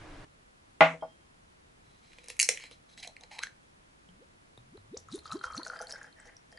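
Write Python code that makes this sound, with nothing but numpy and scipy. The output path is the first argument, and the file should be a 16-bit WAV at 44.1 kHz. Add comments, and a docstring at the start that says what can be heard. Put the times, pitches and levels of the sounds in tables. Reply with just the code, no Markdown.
"""A quarter second of louder, duller tone from another place is cut off; then, in a quiet panelled room, a small glass is
set on a wooden table: planks ring as decaying sines over noise, and the glass wall sings. A screw cap rubs, cracks its
seal and is twisted off: noise in metal, thread and neck resonances. The bottle gulps air, each gulp a hum that sweeps up,
and spurts of drink fall into the glass as bubble tones and noise in an air column that rises in pitch. The walls answer
cap, gulps and drink."""
import sys
import numpy as np
from scipy import signal
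from scipy.fft import rfft, irfft, next_fast_len
from scipy.io import wavfile
from scipy.ndimage import uniform_filter1d, map_coordinates

SR = 44100
rng = np.random.default_rng(int(sys.argv[2]) if len(sys.argv) > 2 else 0)


def wav_record(signal):
    """Record a signal, one row per channel, as 16-bit PCM in the file named by sys.argv[1]."""
    frames = np.transpose(np.atleast_2d(signal))
    bounded = np.clip(frames, -1, 1)
    # unit amplitude maps onto the largest positive 16-bit level
    quanta = np.round(bounded * 32767).astype(np.int16)
    wavfile.write(sys.argv[1], SR, quanta)


N = 290525

# low modes of the cap's thin shell: f/Hz, width/Hz, relative level/dB
SHELL_MODES = [(1730, 720, 8), (2232, 560, 16)]
# modes of the rubbing thread: f/Hz, width/Hz, relative level/dB
THREAD_MODES = [(3290, 160, -4.5), (4000, 200, 2), (5380, 280, -7), (6280, 300, -7.5), (7800, 47, -4.5),
                (10356, 2900, -19)]
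# strokes of the cap on its thread: start/s, length/s, low modes level/dB, thread level/dB, hollow level/dB
STROKES = [(1.853, .14, -82.5, -73, -98), (2.026, 0.23, -71.5, -68.5, -100), (2.29, 0.017, -60, -51.5, -95),
           (2.511, .05, -55.5, -59.5, -95), (2.6, 0.0618, -53.5, -58, -95),
           (2.713, 0.019, -65.5, -59, -105), (2.893, .04, -71.5, -61, -101.5),
           (2.977, 0.029, -59.5, -52, -65.5), (3.031, 0.0063, -44.5, -45, -60.5),
           (3.086, .01, -76, -73.5, -58.5), (3.212, 0.037, -69, -70, -63), (3.313, 0.05, -55, -56.5, -56),
           (3.385, .015, -67, -63.5, -52), (3.42, .01, -59, -56, -52), (3.429, 0.0052, -56.5, -46.5, -49),
           (3.465, 0.0088, -76.5, -73, -68)]
GRIP_S, SLIP_S = 0.004, 0.018  # a stroke takes this long to gain and to lose 10 dB


def landings():
    """Lumps of drink ring the air column as damped bubble tones; small drops click higher up, with a splat of noise."""
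    # lumps landing in the glass: t/s, level/dB, f/Hz
    plops = [(5.086, -41, 1276), (5.256, -35, 1252), (5.295, -41.5, 1250), (5.305, -35, 1193),
             (5.321, -26.5, 1272), (5.354, -43, 1030), (5.412, -34.5, 1370), (5.441, -22, 1367),
             (5.48, -37, 1210), (5.502, -33.5, 1285), (5.526, -36, 1220), (5.547, -31, 1280),
             (5.597, -36, 984), (5.649, -45, 1800), (5.665, -29.5, 1446), (5.7, -26.5, 1414),
             (5.734, -33, 1400), (5.79, -37, 1630), (5.802, -34.5, 1360), (5.824, -34, 1403),
             (5.938, -36.5, 1580), (5.958, -36, 1530), (6.014, -37.5, 1640), (6.044, -38, 1590),
             (6.172, -58, 1730), (6.186, -45, 1760), (6.526, -46, 1790), (6.576, -41.5, 1840)]
    # small bubbles and drops: t/s, level/dB, f/Hz
    drops = [(4.089, -48, 3080), (4.576, -44, 3660), (4.773, -47, 3950), (4.945, -47.5, 3760),
             (4.974, -35, 5700), (4.984, -48, 5900), (5.0856, -48.5, 6800), (5.1254, -34, 3880),
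             (5.1895, -38, 4060), (5.256, -38.5, 4130), (5.3109, -48, 4100), (5.316, -29.5, 3930),
             (5.3689, -41.5, 4400), (5.3916, -40.5, 4100), (5.415, -44, 3980), (5.4397, -38, 4000),
             (5.5204, -47, 5570), (5.535, -39.5, 4200), (5.5666, -32.5, 5740), (5.5782, -24.5, 4190),
             (5.632, -28.5, 4180), (5.6499, -36, 4310), (5.698, -40, 4370), (5.7698, -43, 4830),
             (5.791, -35.5, 4740), (5.8155, -31, 5920), (5.8703, -34, 4270), (5.9013, -38, 7700),
             (5.924, -26.5, 5340), (6.127, -48, 4100), (6.201, -41.5, 7740), (6.367, -37.5, 5570),
             (6.574, -42.5, 4630)]
    out, t = np.zeros(N), np.arange(300) / SR
    for s, db, hz in plops:
        add(out, s, amp(db + 0.5) * blip(hz, cycles=5.7, rise=0.0076, onset=9.5))
    for s, db, hz in drops:
        add(out, s, amp(db - 1.0) * blip(hz, cycles=9.2, rise=0.013))
        bright_noise = np.diff(rng.standard_normal(len(t) + 2), 2)
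        add(out, s, amp(db - 14 - 60 * t / .006) * bright_noise)
    return out


def squeak():
    """A tiny bubble leaves the lip: a short sine that glides upward."""
    # one bubble: t/s, level/dB, from f/Hz, to f/Hz, length/s
    lip_bubble = (4.969, -38, 3500, 8600, .01)
    out = np.zeros(N)
    s, db, low_hz, top_hz, length = lip_bubble
    u = np.arange(round(length * SR)) / SR / length
    cycles = length * u * (low_hz + (top_hz - low_hz) * u / 2)
    add(out, s, amp(db) * np.sin(np.pi * u) * np.sin(2 * np.pi * cycles))
    return out


def fizzing():
    """Fizz is a spray of very short bubble tones over fine hiss, coloured and held at an even slow level."""
    # colour of the fizz: f/Hz, relative level/dB
    fizz_colour = [(1800, 3), (3200, -11.5), (4200, -4), (6000, -1), (9000, -3), (11500, 1.5)]
    mist = .3  # hiss rms beside a spray of rms 1
    spray = np.zeros(N)
    draws = rng.random(1600), rng.exponential(size=1600), *rng.standard_normal((2, 1600))
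    for u, size, spread, life in zip(*draws):
        hz = min(6000 * np.exp(.4 * spread), 11000)
        add(spray, 4.9 + 1.7 * u, amp(4 * size) * blip(hz, cycles=2 * np.exp(.7 * life), rise=.05))
    raw = unit(spray) + mist * rng.standard_normal(N)
    fizz = filtered(raw, lambda f: amp(along(fizz_colour, f)))
    # level it, so that the spurts alone set the slow level
    return fizz / (np.sqrt(np.abs(uniform_filter1d(fizz ** 2, size=4000))) + 1e-9)


def spurts():
    """Each spurt gurgles in the shortening air column, fizzes, drums the table and stirs the wet glass wall."""
    # spurts of drink: start/s, length/s, air column level/dB, fizz level/dB, table level/dB
    spurt_rows = [(4.973, 0.0105, -68, -58, -63), (5.105, 0.0046, -63, -62.5, -76),
                  (5.13, 0.028, -67, -50, -75), (5.17, 0.012, -71, -60, -69),
                  (5.261, 0.0033, -53, -51, -66), (5.283, 0.03, -60, -70, -64),
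                  (5.321, 0.0105, -47, -48.5, -59.5), (5.441, 0.0073, -42.5, -49, -54),
                  (5.495, 0.032, -52, -64, -64), (5.556, 0.013, -56, -50.5, -59),
                  (5.593, 0.0079, -53.5, -70.5, -57.5), (5.662, 0.009, -65, -47.5, -48),
                  (5.716, 0.055, -49, -60.5, -56), (5.811, 0.0054, -47.5, -51, -45),
                  (5.894, 0.013, -53, -48.5, -58), (5.927, 0.022, -51.5, -55, -53),
                  (5.97, 0.049, -54.5, -66, -61.5), (6.03, 0.024, -56, -64.5, -62),
                  (6.178, 0.042, -58.5, -71, -67.5), (6.256, .012, -53, -61, -57.5),
                  (6.521, 0.0062, -67, -66, -61.5), (6.585, .01, -54, -72, -57.5)]
    # time to gain 10 dB: air column/s, fizz/s, table/s
    gush_s = (0.013, 0.011, 0.0071)
    # time to lose 10 dB: air column/s, fizz/s, table/s
    drain_s = (0.051, .02, 0.047)
    # the air column shortens: t/s, f/Hz
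    column_pitch = [(4.95, 1145), (5.3, 1238), (5.7, 1450), (6.0, 1640), (6.3, 1843), (6.59, 1850)]
    # the planks under the stream: f/Hz, width/Hz, relative level/dB for each of two passes
    plank_modes = [(497.8, 63, 0.5), (648, 60, 1), (830, 115, -1.5)]
    wall_hz, load_hz_per_s = 3560, 70  # wall pitch at 0 s, and its fall as the drink loads it
    s, length, *dbs = np.transpose(spurt_rows)
    gurgle, hiss, drum = (swells(s, length, *row) for row in zip(dbs, gush_s, drain_s))
    hz = glide(column_pitch)
    fizz = fizzing()
    rumble = lumps(80, 3) * rng.standard_normal(N)
    planks = unit(filtered(rumble, lambda f: modes(plank_modes)(f) ** 2))
    column = amp(-3) * gurgle * moving(hz, 280, lumps(110, 4.5))
    overtone = amp(-8) * hiss * moving(3.15 * hz, 300, lumps(70, 4))
    wall = moving(wall_hz - load_hz_per_s * np.arange(N) / SR, 30, 1)
    sung = amp(-18) * uniform_filter1d(gurgle, size=6000) * wall
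    return column + overtone + hiss * fizz + drum * planks + sung


def pour():
    """Drink falls into the glass: bubble tones of lumps and drops, one squeak at the lip, and the noisy spurts."""
    return landings() + squeak() + spurts()


def gulps():
    """The neck opens with a pop; the entering bubble hums low, then sweeps up as it pinches off."""
    # air gulps: start/s, pinch-off t/s, hum f/Hz, top f/Hz, hum level/dB, peak level/dB, pop level/dB
    gulp_rows = [(4.089, 4.226, 172, 605, -63, -56.5, -56), (4.577, 4.757, 114.4, 501, -61, -47, -46.5),
                 (4.777, 4.946, 94.4, 578, -63, -36.5, -47), (4.969, 5.15, 81.2, 478, -62, -31.5, -42),
                 (5.18, 5.358, 69.4, 465, -64, -31, -46), (5.459, 5.59, 57.8, 399, -63, -36.5, -90)]
    settle, settle_s, jolt_db = 0.15, 0.01, 13.5  # starts sharp (log pitch) and louder, then settles
    creep_per_s = 1.23  # slow climb in log pitch
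    sweep_lead_s, sweep_s = 0.0189, 0.012  # the sweep's middle before the peak, and its width
    swell_s, pinch_s = 0.015, 0.0087  # the peak gains and loses 10 dB in these times
    out, t = np.zeros(N), np.arange(600) / SR
    pop = (1 - t / 0.00067) * np.exp(-t / 0.00051) * (1 - np.exp(-t / 0.00045))
    for s, pinch, hum_hz, top_hz, hum_db, peak_db, pop_db in gulp_rows:
        u = np.arange(round((pinch - s + .06) * SR)) / SR
        late = u - (pinch - s)  # seconds after pinch-off
        sweep = 1 / (1 + np.exp(-(late + sweep_lead_s) / sweep_s))
        low = np.log(hum_hz) + settle * np.exp(-u / settle_s) + creep_per_s * u
        hz = np.exp(low + sweep * (np.log(top_hz) - low))
        hum = amp(hum_db + jolt_db * np.exp(-u / settle_s / 2) - 10 * np.maximum(late, 0) / pinch_s)
        peak = amp(peak_db - 10 * np.maximum(-late / swell_s, late / pinch_s))
        fade_in = np.minimum(u / 0.0027, 1)
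        add(out, s, (hum + peak) * fade_in * np.sin(2 * np.pi * np.cumsum(hz) / SR))
        add(out, s, amp(pop_db + 19.5) * pop)
    return out


def cracks(loose_s):
    """Each crack or tick is a noise burst ringing thin metal, with a knock in the neck's air."""
    # cracks and ticks: t/s, low modes level/dB, high modes level/dB, neck level/dB
    crack_rows = [(2.119, -48.5, -76, -86), (2.1326, -43.5, -83, -79), (2.185, -39.5, -64, -54),
                  (2.2414, -47, -47.5, -60), (2.2596, -50.5, -50.5, -77), (2.276, -46.5, -52.5, -79),
                  (2.2841, -42, -29.5, -52), (2.3013, -31, -29.5, -47.5), (2.3672, -45, -45, -69),
                  (2.3925, -21, -15.5, -57), (2.3988, -12, -7, -47), (2.4099, -25.5, -12, -69),
                  (2.4157, -28.5, -11, -54), (2.4278, -24.5, -8, -49.5), (2.4892, -11, -5.5, -30),
                  (2.5737, -27.5, -48, -64), (2.599, -44, -40.5, -56), (2.638, -35.5, -48, -53.5),
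                  (2.7119, -43, -50, -51.5), (2.9765, -39, -48.5, -68), (3.047, -34.5, -52, -71),
                  (3.0742, -54.5, -32, -53), (3.1658, -36, -49.5, -79), (3.2087, -66, -43.5, -64),
                  (3.2355, -42.5, -40.5, -61), (3.3143, -40.5, -53, -72), (3.3857, -33, -36, -75),
                  (3.3899, -27.5, -28.5, -52), (3.4237, -42, -48, -74), (3.4295, -33, -37.5, -71),
                  (3.4338, -24.5, -25, -54.5), (3.469, -54, -40, -64)]
    # high modes of the cap: f/Hz, width/Hz, relative level/dB
    cap_modes = [(4006, 170, -8.5), (4600, 400, -7), (5480, 120, 2.5), (6500, 960, -4), (8360, 330, 1),
                 (8800, 2600, -6.5), (12100, 500, -3.5)]
    # the air in the bottle neck: f/Hz, width/Hz, relative level/dB
    neck_modes = [(487, 36, 0.5), (960, 250, -12.5)]
    out, t = np.zeros(N), np.arange(2000) / SR
    for s, shell_db, bright_db, neck_db in crack_rows:
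        burst = amp(-60 * t / 0.0096) * (1 - np.exp(-t / 0.00011)) * rng.standard_normal(len(t))
        shell = filtered(burst, thin(SHELL_MODES))
        # a loose cap rattles on the thread
        bright = filtered(burst, thin(THREAD_MODES if s > loose_s else cap_modes))
        neck = filtered(burst, modes(neck_modes))
        for db, part in ((shell_db, shell), (bright_db, bright), (neck_db + 3.5, neck)):
            add(out, s, amp(db) * part / np.abs(part).max())
    return out


def rubs():
    """Strokes of gritty noise rub the cap on its thread and sound its shell."""
    grit = lumps(200, 2.5) * rng.standard_normal(N)
    s, length, low_db, high_db, _ = np.transpose(STROKES)
    low = swells(s, length, low_db, GRIP_S, SLIP_S)
    high = swells(s, length, high_db, GRIP_S, SLIP_S)
    return low * unit(filtered(grit, thin(SHELL_MODES))) + high * unit(filtered(grit, thin(THREAD_MODES)))


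def hollow():
    """The air between cap and mouth is knocked and rubbed; its resonance moves, mostly upward, as it opens."""
    # the hollow opens up: t/s, f/Hz
    hollow_pitch = [(2.97, 761), (3.07, 691.4), (3.3, 805), (3.385, 876), (3.437, 1596), (3.472, 1740),
                    (3.52, 1860)]
    # knocks of the hollow: t/s, level/dB
    puffs = [(3.05, -44), (3.073, -40.5), (3.314, -46), (3.388, -42), (3.4351, -21), (3.47, -32)]
    out = np.zeros(N)
    s, length, _, _, hollow_db = np.transpose(STROKES)
    gain = swells(s, length, hollow_db, GRIP_S, SLIP_S)
    hz = glide(hollow_pitch)
    for s, db in puffs:
        add(out, s, amp(db) * blip(hz[round(s * SR)], cycles=3.6, rise=0.0084))
    return out + gain * moving(hz, 130, lumps(90, 2))


def cap(loose_s):
    """The cap's cracks, its rubbing on the thread and the hollow under it."""
    return cracks(loose_s) + rubs() + hollow()


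def knocks():
    """Each contact of the glass rings the planks; a soft one stirs only the low modes."""
    # the glass meets the table: t/s, level/dB, sharpness f/Hz, left minus right/dB, damping by the hand/(dB/s)
    contacts = [(.807, -2, 8920, 0.5, 15), (.935, -25, 616, 4, 200), (1.023, -21, 910, 0.5, 150)]
    # plank modes: f/Hz, relative level/dB, t60/s
    table_modes = [(165, -24, 0.49), (262, -40, 0.97), (488, -19, 0.22), (555, -15, 0.13),
                   (645.4, -8, 0.21), (755, -17, .16), (826, -13, 0.19), (898, -21, 0.12),
                   (1111, -19, 0.15), (1201, -21, 0.21), (1432, -15, .18), (2040, -23.5, 0.14),
                   (2065, -22, 0.18), (2556, -20.5, .2)]
    # colour of the dense thud: f/Hz, relative level/dB
    thud_colour = [(35, -63), (60, -33), (129, -37.5), (164, -15.5), (199, -37.5), (295, -10), (391, -27.5),
                   (646, -10), (877, -11), (1420, -14.5), (1720, -17), (2050, -9), (11000, -66.5),
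                   (14300, -100), (22000, -120)]
    # decay of the thud: f/Hz, t60/s
    thud_t60 = [(150, 0.093), (650, 0.23), (2000, 0.27), (5000, 0.23), (10000, 0.95)]
    build_cycles, waver_db = 2.7, 2.5  # a mode builds up over some cycles and wavers at random
    held_s, held_db_per_s = .125, 114  # after a moment the hand holds the glass and the ring dies faster
    out, t = np.zeros((2, N)), np.arange(SR // 2) / SR
    for s, db, sharp_hz, pan_db, damp_db in contacts:
        ring = 0
        for hz, level, t60 in table_modes:
            build = 1 - np.exp(-t * hz / build_cycles)
            waver = lumps(28, waver_db)[:len(t)]
            ring = ring + amp(level - 60 * t / t60) * build * waver * np.sin(2 * np.pi * hz * t)
        dense = unit(filtered(dying(thud_t60), lambda hz: amp(along(thud_colour, hz))))[:, :len(t)]
        click = amp(-25.0 - 60 * t / 0.0069) * rng.standard_normal(len(t))
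        blow = (amp(-0.5) * ring + amp(-25.5) * dense) * (1 - np.exp(-t / 0.00033)) + click
        soft = signal.butter(4, min(sharp_hz, SR / 3), fs=SR, output="sos")
        damping = damp_db * t + held_db_per_s * np.maximum(t - held_s, 0)
        add(out, s, amp(db - damping) * pan(pan_db) * signal.sosfilt(soft, blow))
    return out


def glass():
    """The wall of the glass sings faintly in decaying sines; its close pair beats."""
    # wall modes: f/Hz, relative level/dB, t60/s
    glass_modes = [(3194, 0, .7), (3203, -1, .7), (5173, -10, .6), (8942, -18, .25)]
    # moments when it rings: t/s, level/dB
    rings = [(1.011, -62.5), (6.53, -70), (6.572, -67)]
    out, t = np.zeros(N), np.arange(SR // 2) / SR
    for s, db in rings:
        for hz, level, t60 in glass_modes:
            add(out, s, amp(db + level - 60 * t / t60) * np.sin(2 * np.pi * hz * t))
    return out


def room(x):
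    """Wooden walls answer after 4 ms with decaying noise, drawn afresh for each quarter second of sound."""
    # decay of the room: f/Hz, t60/s
    room_t60 = [(200, 0.23), (2000, 0.22), (10000, 0.19)]
    out, step = np.zeros((2, N)), SR // 4
    for k in range(0, N, step):
        add(out, k / SR + 0.004, signal.fftconvolve(x[None, k:k + step], dying(room_t60), axes=1))
    return out


def room_tone():
    """Coloured stereo noise: the louder, duller tone of another place is cut off and leaves this room's hush."""
    # colour of the early tone: f/Hz, relative level/dB
    early_colour = [(12, -25), (20, 8.5), (49, -15), (107, -2.5), (163, -15), (250, -21), (293, -4),
                    (383, -16), (1050, -18), (1200, -20), (1520, -19.5), (10600, -43), (11500, -34.5),
                    (15000, -87), (22000, -120)]
    # colour of the hush: f/Hz, relative level/dB
    hush_colour = [(12, -23), (20, -3.5), (151, -7.5), (318, -12.5), (426, -16), (513, -17.5), (805, -19.5),
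                   (1140, -20.5), (1410, -22), (1990, -23), (10100, -32.5), (11500, -27), (15000, -68),
                   (22000, -120)]
    # width of the early tone: f/Hz, side minus middle/dB
    early_side = [(60, -28), (220, -12), (830, -4), (3110, -4), (11600, -4)]
    # width of the hush: f/Hz, side minus middle/dB
    hush_side = [(60, -16), (170, -8), (490, 6), (1410, 8.5), (4050, 1.5), (11600, -2.5)]
    early_db, hush_db = -48.5, -64
    early = np.clip((.256 - np.arange(N) / SR) / 0.011, 0, 1)
    loud = early * amp(early_db) * tone(early_colour, early_side)
    return loud + (1 - early) * amp(hush_db) * tone(hush_colour, hush_side)


def amp(db):
    """Gain of a level in dB."""
    return 10 ** (np.asarray(db) / 20)


def unit(x):
    """Scales a sound to rms 1."""
    return x / np.sqrt(np.mean(x ** 2) + 1e-20)


def along(points, hz):
    """Reads (Hz, value) points on a log frequency axis."""
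    f, v = np.transpose(points)
    return np.interp(np.log(hz + 1), np.log(f + 1), v)


def filtered(x, response):
    """Filters x by a complex response of frequency."""
    m = next_fast_len(x.shape[-1] + SR // 2)
    return irfft(rfft(x, m) * response(np.fft.rfftfreq(m, 1 / SR)), m)[..., :x.shape[-1]]


def modes(table):
    """The causal response of (Hz, width, dB) resonances, summed with alternating signs."""
    def response(f):
        return sum((-1) ** k * amp(db) * 1j * f * w / (c * c - f * f + 1j * f * w)
                   for k, (c, w, db) in enumerate(table))
    return response


def thin(table):
    """Resonances of a small object, which radiates little bass: a third-order low cut at 1400 Hz."""
    return lambda f: modes(table)(f) * (1j * f / 1400 / (1 + 1j * f / 1400)) ** 3


def add(x, s, sound):
    """Mixes a sound in at s seconds."""
    part = x[..., round(s * SR):][..., :sound.shape[-1]]
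    part += sound[..., :part.shape[-1]]


def pan(db):
    """Left and right gains, db apart."""
    return amp([[db / 2], [-db / 2]])


def dying(t60s):
    """Stereo noise in which each frequency dies at its own speed; its middle has energy 1."""
    wide_db = -4  # side minus middle
    hz, t, z = signal.stft(rng.standard_normal((2, SR // 2)), SR, nperseg=256)
    decay = amp(-60 * t / along(t60s, hz)[:, None])
    mid, side = signal.istft(z * decay, SR, nperseg=256)[1]
    side = amp(wide_db) * side
    return np.array([mid + side, mid - side]) / np.linalg.norm(mid)


def tone(spectrum, wide):
    """Steady coloured stereo noise whose middle has rms 1."""
    noise = rng.standard_normal((2, N))
    mid, side = filtered(noise, lambda hz: amp(along(spectrum, hz) + [0 * hz, along(wide, hz)]))
    return np.array([mid + side, mid - side]) / mid.std()


def moving(hz, pole_hz, lumpy):
    """Noise under a lumpy gain in a resonance that follows hz: two low-passed noises on a quadrature carrier."""
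    pole = np.exp(-2 * np.pi * pole_hz / SR)
    slow = signal.lfilter([1], [1, -2 * pole, pole ** 2], lumpy * rng.standard_normal((2, N)))
    turn = 2 * np.pi * np.cumsum(hz) / SR
    return unit(slow[0] * np.cos(turn) + slow[1] * np.sin(turn))


def lumps(rate, depth_db):
    """A smooth random gain with rate knots a second."""
    knots = rng.standard_normal(int(N * rate / SR) + 4)
    return amp(depth_db * map_coordinates(knots, [np.arange(N) * rate / SR]))


def blip(hz, cycles, rise, onset=8):
    """A bubble: a damped sine whose pitch climbs."""
    u = np.arange(int(7 * cycles / hz * SR)) / SR * hz / cycles
    return np.sin(2 * np.pi * cycles * u * (1 + rise * u)) * np.exp(-u) * (1 - np.exp(-u * onset))


def glide(rows):
    """One value per sample from (s, value) points."""
    return np.interp(np.arange(N) / SR, *np.transpose(rows))


def swells(starts, lengths, dbs, rise_s, fall_s):
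    """Gain of events that rise, hold and fall, 10 dB in rise_s and in fall_s; their powers add."""
    t, power = np.arange(N) / SR, np.full(N, 1e-7)
    for s, length, db in zip(starts, lengths, dbs):
        near = slice(max(round((s - .3) * SR), 0), round((s + length + .3) * SR))
        outside = np.maximum((s - t[near]) / rise_s, (t[near] - s - length) / fall_s)
        power[near] += amp(2 * db - 20 * np.maximum(outside, 0))
    return np.sqrt(power - 1e-7 + 1e-14)


def scene():
    """Pans the sources and adds the walls' answer and the room tone."""
    loose_s, loose_wet_db = 2.9, -5  # free of its ring and shielded by the hand, the cap stirs the walls less
    lid, drink, air = cap(loose_s), pour(), gulps()
    near = knocks() + glass() + pan(-0.99) * lid + pan(1.1) * drink + pan(0.3) * air
    lid_send = amp(-7 + loose_wet_db * (np.arange(N) / SR > loose_s)) * lid
    return near + room(lid_send + amp(-11.5) * drink + amp(-16.5) * air) + room_tone()


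def record(dry):
    """The treble steps down by 28 dB around the edge and ends at the top."""
    edge_hz, top_hz = 11100, 12250

    def response(hz):
        step = 1 / (1 + np.exp(np.clip((edge_hz - hz) / 60, -50, 50)))
        return amp(-28 * step) * (hz < top_hz)
    return filtered(dry, response)


dry = scene()
out = record(dry)
wav_record(out)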